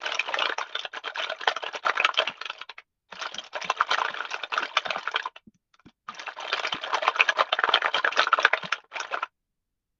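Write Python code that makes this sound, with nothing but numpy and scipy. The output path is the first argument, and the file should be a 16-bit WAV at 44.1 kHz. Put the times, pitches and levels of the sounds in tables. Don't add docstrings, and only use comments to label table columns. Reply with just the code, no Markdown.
import sys
import numpy as np
from scipy import signal
from scipy.fft import rfft, irfft
from scipy.io import wavfile
from scipy.ndimage import uniform_filter1d

SR = 44100
rng = np.random.default_rng(int(sys.argv[2]) if len(sys.argv) > 2 else 0)


def digitize_waveform(pressure):
    field = np.atleast_2d(pressure).T
    bounded = np.clip(field, -1, 1)
    quanta = np.round(bounded * 32767).astype(np.int16)
    wavfile.write(sys.argv[1], SR, quanta)


N = 440559

# (frequency [Hz], relative density [dB per Hz])
HUSH_SPECTRUM = [(20, 6), (200, -8.5), (600, -23.5), (15000, -33.5)]
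# (start [s], length [s], level before bowl and room [dB], relative brightness [dB per octave])
SPELLS = [(0, 0.54, -41.5, 3), (0.59, 0.27, -45, 5), (1.049, 0.73, -47.5, 1.5), (1.85, 0.76, -48, 6.5),
          (3.111, 0.36, -44.5, 4.5), (3.532, 0.93, -43, 2.5), (4.53, 0.74, -43, 4.5),
          (5.858, 0.035, -59.0, 10), (6.102, 0.23, -45, 5), (6.372, 0.93, -40, 1.5), (7.37, 0.9, -44, 1.5),
          (8.334, 0.46, -46, 1), (8.922, 0.31, -43.5, -2)]
# (start [s], length [s], level before bowl and room [dB], relative brightness [dB per octave])
SHAKES = [(0.038, 0.13, -31.5, 1.5), (0.269, 0.23, -31.0, -1.5), (0.592, 0.037, -35, 4),
          (0.943, 0.031, -31, 0), (1.049, 0.043, -31.5, 2.5), (1.174, 0.073, -32.5, 3),
          (1.271, 0.045, -32, 1.5), (1.409, 0.028, -33, 5), (1.486, 0.033, -30, 1.5),
          (1.623, 0.067, -34.5, 2.5), (1.744, 0.021, -29.0, 2.5), (1.851, 0.05, -26, 1),
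          (1.937, 0.13, -34.5, -1.5), (2.186, 0.034, -27, 2.5), (2.255, 0.049, -34.5, 1.5),
          (3.197, 0.068, -34, 4.5), (3.553, 0.024, -31.5, -3.5), (3.618, 0.058, -35, 7.5),
          (3.777, 0.03, -32.5, 0.0), (3.896, 0.038, -24.5, 2), (3.987, 0.033, -23, -0.5),
          (4.089, 0.016, -32, -1.5), (4.17, 0.081, -37, 0), (4.309, 0.055, -35.5, 6),
          (4.519, 0.14, -32.0, -0.5), (4.854, 0.13, -34, 0.5), (5.155, 0.014, -31.0, 3.5),
          (6.183, 0.039, -37.5, 7), (6.276, 0.033, -34, -0.5), (6.389, 0.12, -34, 2.5),
          (6.525, 0.074, -28, 3.5), (6.638, 0.03, -28.5, 3.5), (6.726, 0.033, -32.5, 4),
          (6.828, 0.1, -35, -0.5), (6.932, 0.047, -26, -4), (7.019, 0.081, -27.0, -1.5),
          (7.191, 0.041, -30, 0), (7.28, 0.032, -27.5, -4), (7.374, 0.044, -21.0, -3),
          (7.667, 0.11, -28.5, -4.5), (7.847, 0.028, -24, -2.5), (7.947, 0.04, -23.5, 0),
          (8.042, 0.028, -30.5, -4.5), (8.12, 0.018, -34, 4.5), (8.163, 0.07, -25, 1.5),
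          (8.381, 0.045, -27.5, -2), (8.636, 0.022, -32.5, 2.5), (8.954, 0.094, -34.5, 2),
          (9.124, 0.02, -27, -0.5)]
# (frequency [Hz], relative gain [dB])
ROLL_COLOUR = [(30, -35), (90, -27.5), (130, -22.5), (290, -11.5), (600, 0.5), (1450, 1.5), (2050, -6),
               (3100, -6), (3800, -8.5), (4800, -18), (5800, -20), (7000, -28.5), (8500, -51.5),
               (15000, -70.5)]
# (frequency [Hz], resonance gain before the common ring_db [dB], t60 [s])
BOWL_MODES = [(348, 2.5, 0.056), (434.7, -0.5, .06), (640.6, -1, .08), (696, -20.5, 0.18), (926, -1, 0.091),
              (1023, -8, 0.038), (1290, -9.5, 0.057), (2331, 3, 0.02), (2590, -12, 0.081),
              (3130, -2, 0.026)]
# (frequency [Hz], t60 [s])
ROOM_T60 = [(200, 0.074), (8000, 0.069)]
# (time [s], level before bowl and room [dB], ringing pitch [Hz], hardness as treble tilt [dB per octave])
KNOCKS = [(0.1953, -17, 2370, 6.5), (0.342, -19.5, 1900, 3.5), (0.3894, -21, 3120, 8),
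          (0.422, -16.5, 2820, -2), (0.457, -18.5, 4130, -2), (0.4978, -21, 1840, -8),
          (0.5227, -22, 1720, -1.5), (0.584, -21.5, 5800, -2), (0.6129, -22.5, 1090, 2.5),
          (0.7544, -21, 3370, 0.5), (0.7939, -25.5, 3280, 7.5), (0.8513, -24.5, 3530, -1.5),
          (1.076, -25, 2180, -3), (1.1585, -26.5, 1720, 3), (1.1985, -25, 620, 3.5), (1.2367, -25, 3400, 2),
          (1.3197, -25, 640, -1), (1.477, -11.5, 795, 0.5), (1.5655, -23.5, 5600, -3),
          (1.6374, -26, 2950, -3), (1.664, -26, 3200, -3), (1.8666, -14.5, 1245, -1),
          (1.8975, -14.5, 1980, -2), (1.975, -19, 1290, 0.5), (2, -16.5, 2550, -4.5),
          (2.0481, -11.5, 1210, 5), (2.0915, -18.5, 1050, -3.5), (2.143, -29.5, 4960, 4),
          (2.1758, -20, 3090, 5), (2.19, -14, 3130, 3), (2.2, -21.5, 630, -6), (2.2203, -21.5, 640, -1),
          (2.2758, -21, 2760, 0.5), (2.4157, -26.5, 4080, 2), (2.457, -26.5, 2860, 4.5),
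          (2.4996, -24, 3140, 1), (2.6153, -29.5, 3870, 1), (2.6963, -31.5, 4020, -1.5),
          (2.7835, -34, 1990, 2), (3.1266, -32.5, 910, 1), (3.2145, -32, 650, 8.5),
          (3.2577, -24.5, 1030, 2.5), (3.3454, -29.5, 655, 12.5), (3.3846, -26, 3200, 9),
          (3.5638, -29.5, 650, -1), (3.701, -15, 925, 2), (3.809, -11.5, 1270, -1.5),
          (3.933, -22.5, 3740, 7.5), (3.9456, -18, 1800, 4.5), (3.9842, -20, 5800, -1.5),
          (4.0502, -20, 1360, 1), (4.0851, -23.5, 1920, 0), (4.143, -26.5, 1700, -1.5),
          (4.1724, -28.5, 3300, 2), (4.2519, -28, 2840, -0.5), (4.2053, -22, 1370, -2.5),
          (4.3433, -21.5, 5000, -3), (4.4367, -23.5, 3660, -1.5), (4.5387, -22, 2970, 0),
          (4.578, -16, 1270, 6.5), (4.6322, -21, 1700, 2), (4.7716, -13, 980, 5.5), (4.8627, -25, 695, 2),
          (4.9072, -19, 627, 2.5), (4.961, -22, 800, -4.5), (5.0757, -19.5, 1530, -1),
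          (5.1438, -24, 1050, -6), (5.1596, -17.5, 3220, -2.5), (5.1966, -24, 1680, 1.5),
          (5.257, -22, 1030, -4.5), (5.3634, -36, 2860, -1), (5.546, -65, 5900, 11),
          (5.742, -50.5, 1255, 12.5), (5.796, -51, 880, 3), (6.087, -27.5, 1210, 2),
          (6.2699, -28.5, 2470, -0.5), (6.53, -18.5, 4300, -1.5), (6.7275, -21, 3180, -0.5),
          (6.839, -26.5, 3160, 1), (6.9453, -20, 920, 6), (7.0806, -11.5, 1070, 2),
          (7.1595, -22.5, 1320, -0.5), (7.196, -17, 2400, -0.5), (7.2073, -9.5, 2610, 0),
          (7.2903, -12.5, 1630, 6.5), (7.4074, -11.5, 1070, -0.5), (7.529, -14.5, 3500, -3),
          (7.5896, -16.5, 1680, -7), (7.638, -12, 1660, -4), (7.69, -15.5, 1380, -8),
          (7.7407, -11, 3440, -1), (7.758, -15, 1880, -0.5), (7.8209, -20, 1860, -0.5),
          (7.8589, -16, 1930, -5), (7.9445, -18, 2890, 0.5), (8.047, -13, 1740, -2),
          (8.0756, -15.5, 1230, -1), (8.195, -11, 3720, -1.5), (8.27, -17.5, 1350, -5),
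          (8.3293, -10.5, 1340, -0.5), (8.3382, -17.5, 1310, -2), (8.3875, -18, 1040, -5),
          (8.4505, -7, 1590, 1.5), (8.5353, -13, 2120, -3.5), (8.575, -26, 3800, -1),
          (8.7265, -16, 1340, 5.5), (8.843, -50.5, 1080, -10.5), (9.0013, -24, 6030, 2),
          (9.1737, -24.5, 1340, -4), (9.2298, -20.5, 1235, -3)]
# (frequency [Hz], relative gain [dB])
KNOCK_COLOUR = [(30, -43), (100, -33.5), (270, -26), (450, -6.5), (650, -2), (1060, -2), (1450, 7.5),
                (2050, -8), (2600, -3), (3400, -8.5), (4700, -21.5), (5900, -20.5), (7000, -36),
                (8500, -71)]
# (time [s], swell peak [dB], mean pitch [Hz], rise time [s])
THUMPS = [(0.841, -58, 149, 0.0061), (2.283, -43.5, 214, 0.013), (3.12, -49.5, 186, 0.017),
          (3.332, -49, 226, 0.031), (3.637, -43, 192, 0.018), (4.099, -49, 190, 0.014),
          (4.597, -40, 304, 0.019), (4.861, -45, 204, 0.019), (4.956, -43.5, 206, 0.013),
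          (5.469, -41, 208, 0.0086), (5.543, -57, 189, 0.01), (5.852, -42.5, 220, 0.014),
          (6.076, -50, 182, 0.026), (6.737, -35, 320, 0.011), (8.636, -35, 195, 0.011)]

HUSH_RMS_DB = -82
BAND_LIMIT_HZ = 15500
KERNEL_SAMPLES = 2048
KERNEL_HZ = np.fft.rfftfreq(KERNEL_SAMPLES, 1 / SR)
KERNEL_T_S = np.arange(KERNEL_SAMPLES) / SR
TRAVEL_S = .004
TILT_PIVOT_HZ = 1500
START_DB_PER_S, SETTLE_DB_PER_S = 1299.5, 749.5
JOSTLE_DB, JOSTLE_AFTER_S, JOSTLE_S = -15.5, .004, .005
TAPS_PER_S, TAP_DB, TAP_SPREAD_DB = 20, 4, 1.5


def gain_of(db):
    return 10 ** (np.asarray(db) / 20)


def evened(x):
    return x / np.sqrt(np.mean(x ** 2, axis=-1, keepdims=True) + 1e-20)


def read(points, hz):
    point_hz, value = np.transpose(points)
    return np.interp(np.log(hz + 1), np.log(point_hz + 1), value)


def add(mix, start_s, sound):
    part = mix[max(round(start_s * SR), 0):][:len(sound)]
    part += sound[:len(part)]


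def causal(db):
    log_gain = np.log(gain_of(np.concatenate([db, db[:, -2:0:-1]], axis=1)))
    return np.exp(np.conj(signal.hilbert(log_gain, axis=1)))[:, :len(KERNEL_HZ)]


def ring(hz, sharpness, lift_db):
    ratio = (KERNEL_HZ + 1) / hz
    return 10 * np.log10(1 + gain_of(lift_db) ** 2 / (1 + (sharpness * (ratio - 1 / ratio)) ** 2))


def ripple(count, width_hz):
    lag = np.fft.rfftfreq(KERNEL_SAMPLES, SR / KERNEL_SAMPLES)
    reach = np.exp(-.5 * (lag * width_hz) ** 2)
    curves = evened(irfft(rfft(rng.standard_normal((count, KERNEL_SAMPLES))) * reach))
    return evened(np.tanh(curves))[:, :len(KERNEL_HZ)]


def contact(db, uneven_db, uneven_hz, smear_s, smear_hz):
    delay_s = TRAVEL_S + smear_s * ripple(len(db), smear_hz)
    dispersion = np.exp(-2j * np.pi * np.cumsum(delay_s, axis=1) * SR / KERNEL_SAMPLES)
    uneven = causal(db + uneven_db * ripple(len(db), uneven_hz))
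    return irfft(uneven * dispersion) * signal.windows.tukey(KERNEL_SAMPLES, .1)


def hush():
    spectrum = rfft(rng.standard_normal(N)) * gain_of(read(HUSH_SPECTRUM, np.fft.rfftfreq(N, 1 / SR)))
    return gain_of(HUSH_RMS_DB) * evened(irfft(spectrum, N))


def motion():
    t = np.arange(0, N / SR, .001)
    jostles = [(s + JOSTLE_AFTER_S, JOSTLE_S, db + JOSTLE_DB, hardness) for s, db, hz, hardness in KNOCKS]
    start, length, db, brightness = np.vstack([SPELLS, SHAKES, jostles]).T[:, :, None]
    rise_db = START_DB_PER_S * np.maximum(start - t, 0)
    settle_db = SETTLE_DB_PER_S * np.maximum(t - start - length, 0)
    pushes_db = db - rise_db - settle_db
    leading_brightness = brightness[pushes_db.argmax(axis=0), 0]
    sample_s = np.arange(N) / SR
    return [np.interp(sample_s, t, curve) for curve in (pushes_db.max(axis=0), leading_brightness)]


def rolling(motion_db, brightness, count=56, grains_per_s=1500, spread_db=5.5, clump_db=4,
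            clump_s=0.0076, tilt_db=-1.0):
    hz = np.geomspace(550, 6000, count)[:, None]
    colour = read(ROLL_COLOUR, KERNEL_HZ) + ring(hz, sharpness=10, lift_db=17)
    grains = contact(colour, uneven_db=4.5, uneven_hz=460, smear_s=0.001147, smear_hz=1620)
    size = gain_of(spread_db * np.minimum(rng.exponential(1, N), 4)) * rng.choice([-1, 1], N)
    spot = np.repeat(rng.integers(0, count, N // 400 + 1), 400)[:N]
    spot = np.where(rng.random(N) < .5, spot, rng.integers(0, count, N))
    clumps = evened(uniform_filter1d(rng.standard_normal(N), max(round(clump_s * SR), 2)))
    tilt = (brightness + tilt_db) * np.log2(hz[spot, 0] / TILT_PIVOT_HZ)
    size *= gain_of(clump_db * clumps + tilt)
    out = np.zeros(N)
    for i in np.flatnonzero(rng.random(N) < grains_per_s / SR):
        add(out, i / SR, size[i] * grains[spot[i]])
    power = uniform_filter1d(out ** 2, size=1400)
    moving = np.clip((motion_db + 84) / 10, 0, 1)
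    return moving * gain_of(motion_db) * out / np.sqrt(abs(power) + 1e-12)


def bowl(x, ring_db=-3):
    t = np.arange(SR // 5) / SR
    modes = np.zeros(len(t))
    for hz, db, t60_s in BOWL_MODES:
        unit_peak = 2 * np.log(1000) / (t60_s * SR)
        modes += unit_peak * gain_of(db - 60 * t / t60_s) * np.cos(2 * np.pi * hz * t)
    return x + gain_of(ring_db) * signal.oaconvolve(x, modes)[:N]


def room(x, wet_db=-13, echo_s=.0067, echo_db=-11):
    hz, t, z = signal.stft(rng.standard_normal(SR // 3), SR, nperseg=256)
    decay = gain_of(-60 * t / read(ROOM_T60, hz)[:, None])
    tail = signal.istft(z * decay, SR, nperseg=256)[1]
    tail *= 1 - np.exp(-(np.arange(len(tail)) / SR / 0.0065) ** 2)
    tail *= gain_of(wet_db) / np.linalg.norm(tail)
    add(tail, echo_s, gain_of([echo_db]))
    return x + signal.oaconvolve(x, tail)[:N]


def light_taps(motion_db, brightness, low_hz=600, high_hz=6000, hardness_spread_db=3):
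    when, strength, pitch, hard = rng.random((round(TAPS_PER_S * N / SR), 4)).T
    at = (when * N).astype(int)
    db = motion_db[at] + TAP_DB + TAP_SPREAD_DB * (2 * strength - 1)
    hardness = brightness[at] + hardness_spread_db * (2 * hard - 1)
    rows = np.column_stack([at / SR, db, low_hz * (high_hz / low_hz) ** pitch, hardness])
    return rows[db > -60]


def knocks(rows, shiver_db=-3.0, shiver_s=0.0026, scrape_db=-8, scrape_s=0.0032, firmness=0.085,
           firm_db=-21, rebound_db=-7, rebound_s=0.015):
    s, db, hz, hardness = np.transpose(rows)[:, :, None]
    octaves = np.log2(np.clip(KERNEL_HZ, 550, 6500) / TILT_PIVOT_HZ)
    colour = read(KNOCK_COLOUR, KERNEL_HZ) + ring(hz, sharpness=6, lift_db=14.5) + hardness * octaves
    spot = contact(colour, uneven_db=3.5, uneven_hz=630, smear_s=0.00059, smear_hz=1490)
    blow_s = KERNEL_SAMPLES / 2 / SR
    t = KERNEL_T_S - blow_s
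    scrape = gain_of(scrape_db) * np.exp(-abs(t) / scrape_s) / np.sqrt(scrape_s)
    shiver = gain_of(shiver_db) * np.exp(-abs(t) / shiver_s) / np.sqrt(shiver_s)
    noise = rng.standard_normal((len(s), KERNEL_SAMPLES)) * np.sqrt(2 / SR)
    rough = noise * np.where(t < 0, scrape, shiver)
    force = rough * gain_of(-firmness * (db - firm_db)) + signal.unit_impulse(KERNEL_SAMPLES, "mid")
    clacks = signal.fftconvolve(force, spot, axes=1)
    heart = abs(np.arange(clacks.shape[1]) / SR - TRAVEL_S - blow_s - .002) < .003
    clacks *= gain_of(db) / np.sqrt(np.mean(clacks[:, heart] ** 2, axis=1, keepdims=True))
    out = np.zeros(N)
    for start_s, clack in zip(s[:, 0] - TRAVEL_S - blow_s, clacks):
        add(out, start_s, clack)
        for after, size in rng.random((2, 2)):
            rebound = -gain_of(rebound_db) * size * (1 - after / 2) * clack
            add(out, start_s + rebound_s * (after + 0.14), rebound)
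    return out


def thumps(judder=0.22):
    t = np.arange(SR // 5) / SR
    out = np.zeros(N)
    for s, db, hz, rise_s in THUMPS:
        swell = (t / rise_s * np.exp(1 - t / rise_s)) ** 2
        grip = evened(uniform_filter1d(rng.standard_normal(len(t)), size=200))
        phase = 2 * np.pi * hz * np.cumsum(1 + judder * grip) / SR
        add(out, s, gain_of(db) * swell * np.sin(phase))
    return out


def scene():
    motion_db, brightness = motion()
    taps = knocks(light_taps(motion_db, brightness))
    contacts = rolling(motion_db, brightness) + taps + knocks(KNOCKS)
    sound = room(gain_of(-3.0) * bowl(contacts)) + thumps() + hush()
    return np.array([sound, sound])


def record(dry):
    clipped = np.clip(dry, -1, 1)
    lowpass = signal.firwin(255, BAND_LIMIT_HZ, window=("kaiser", 9), fs=SR)
    return signal.oaconvolve(clipped, lowpass[None], "same")


dry = scene()
out = record(dry)
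digitize_waveform(out)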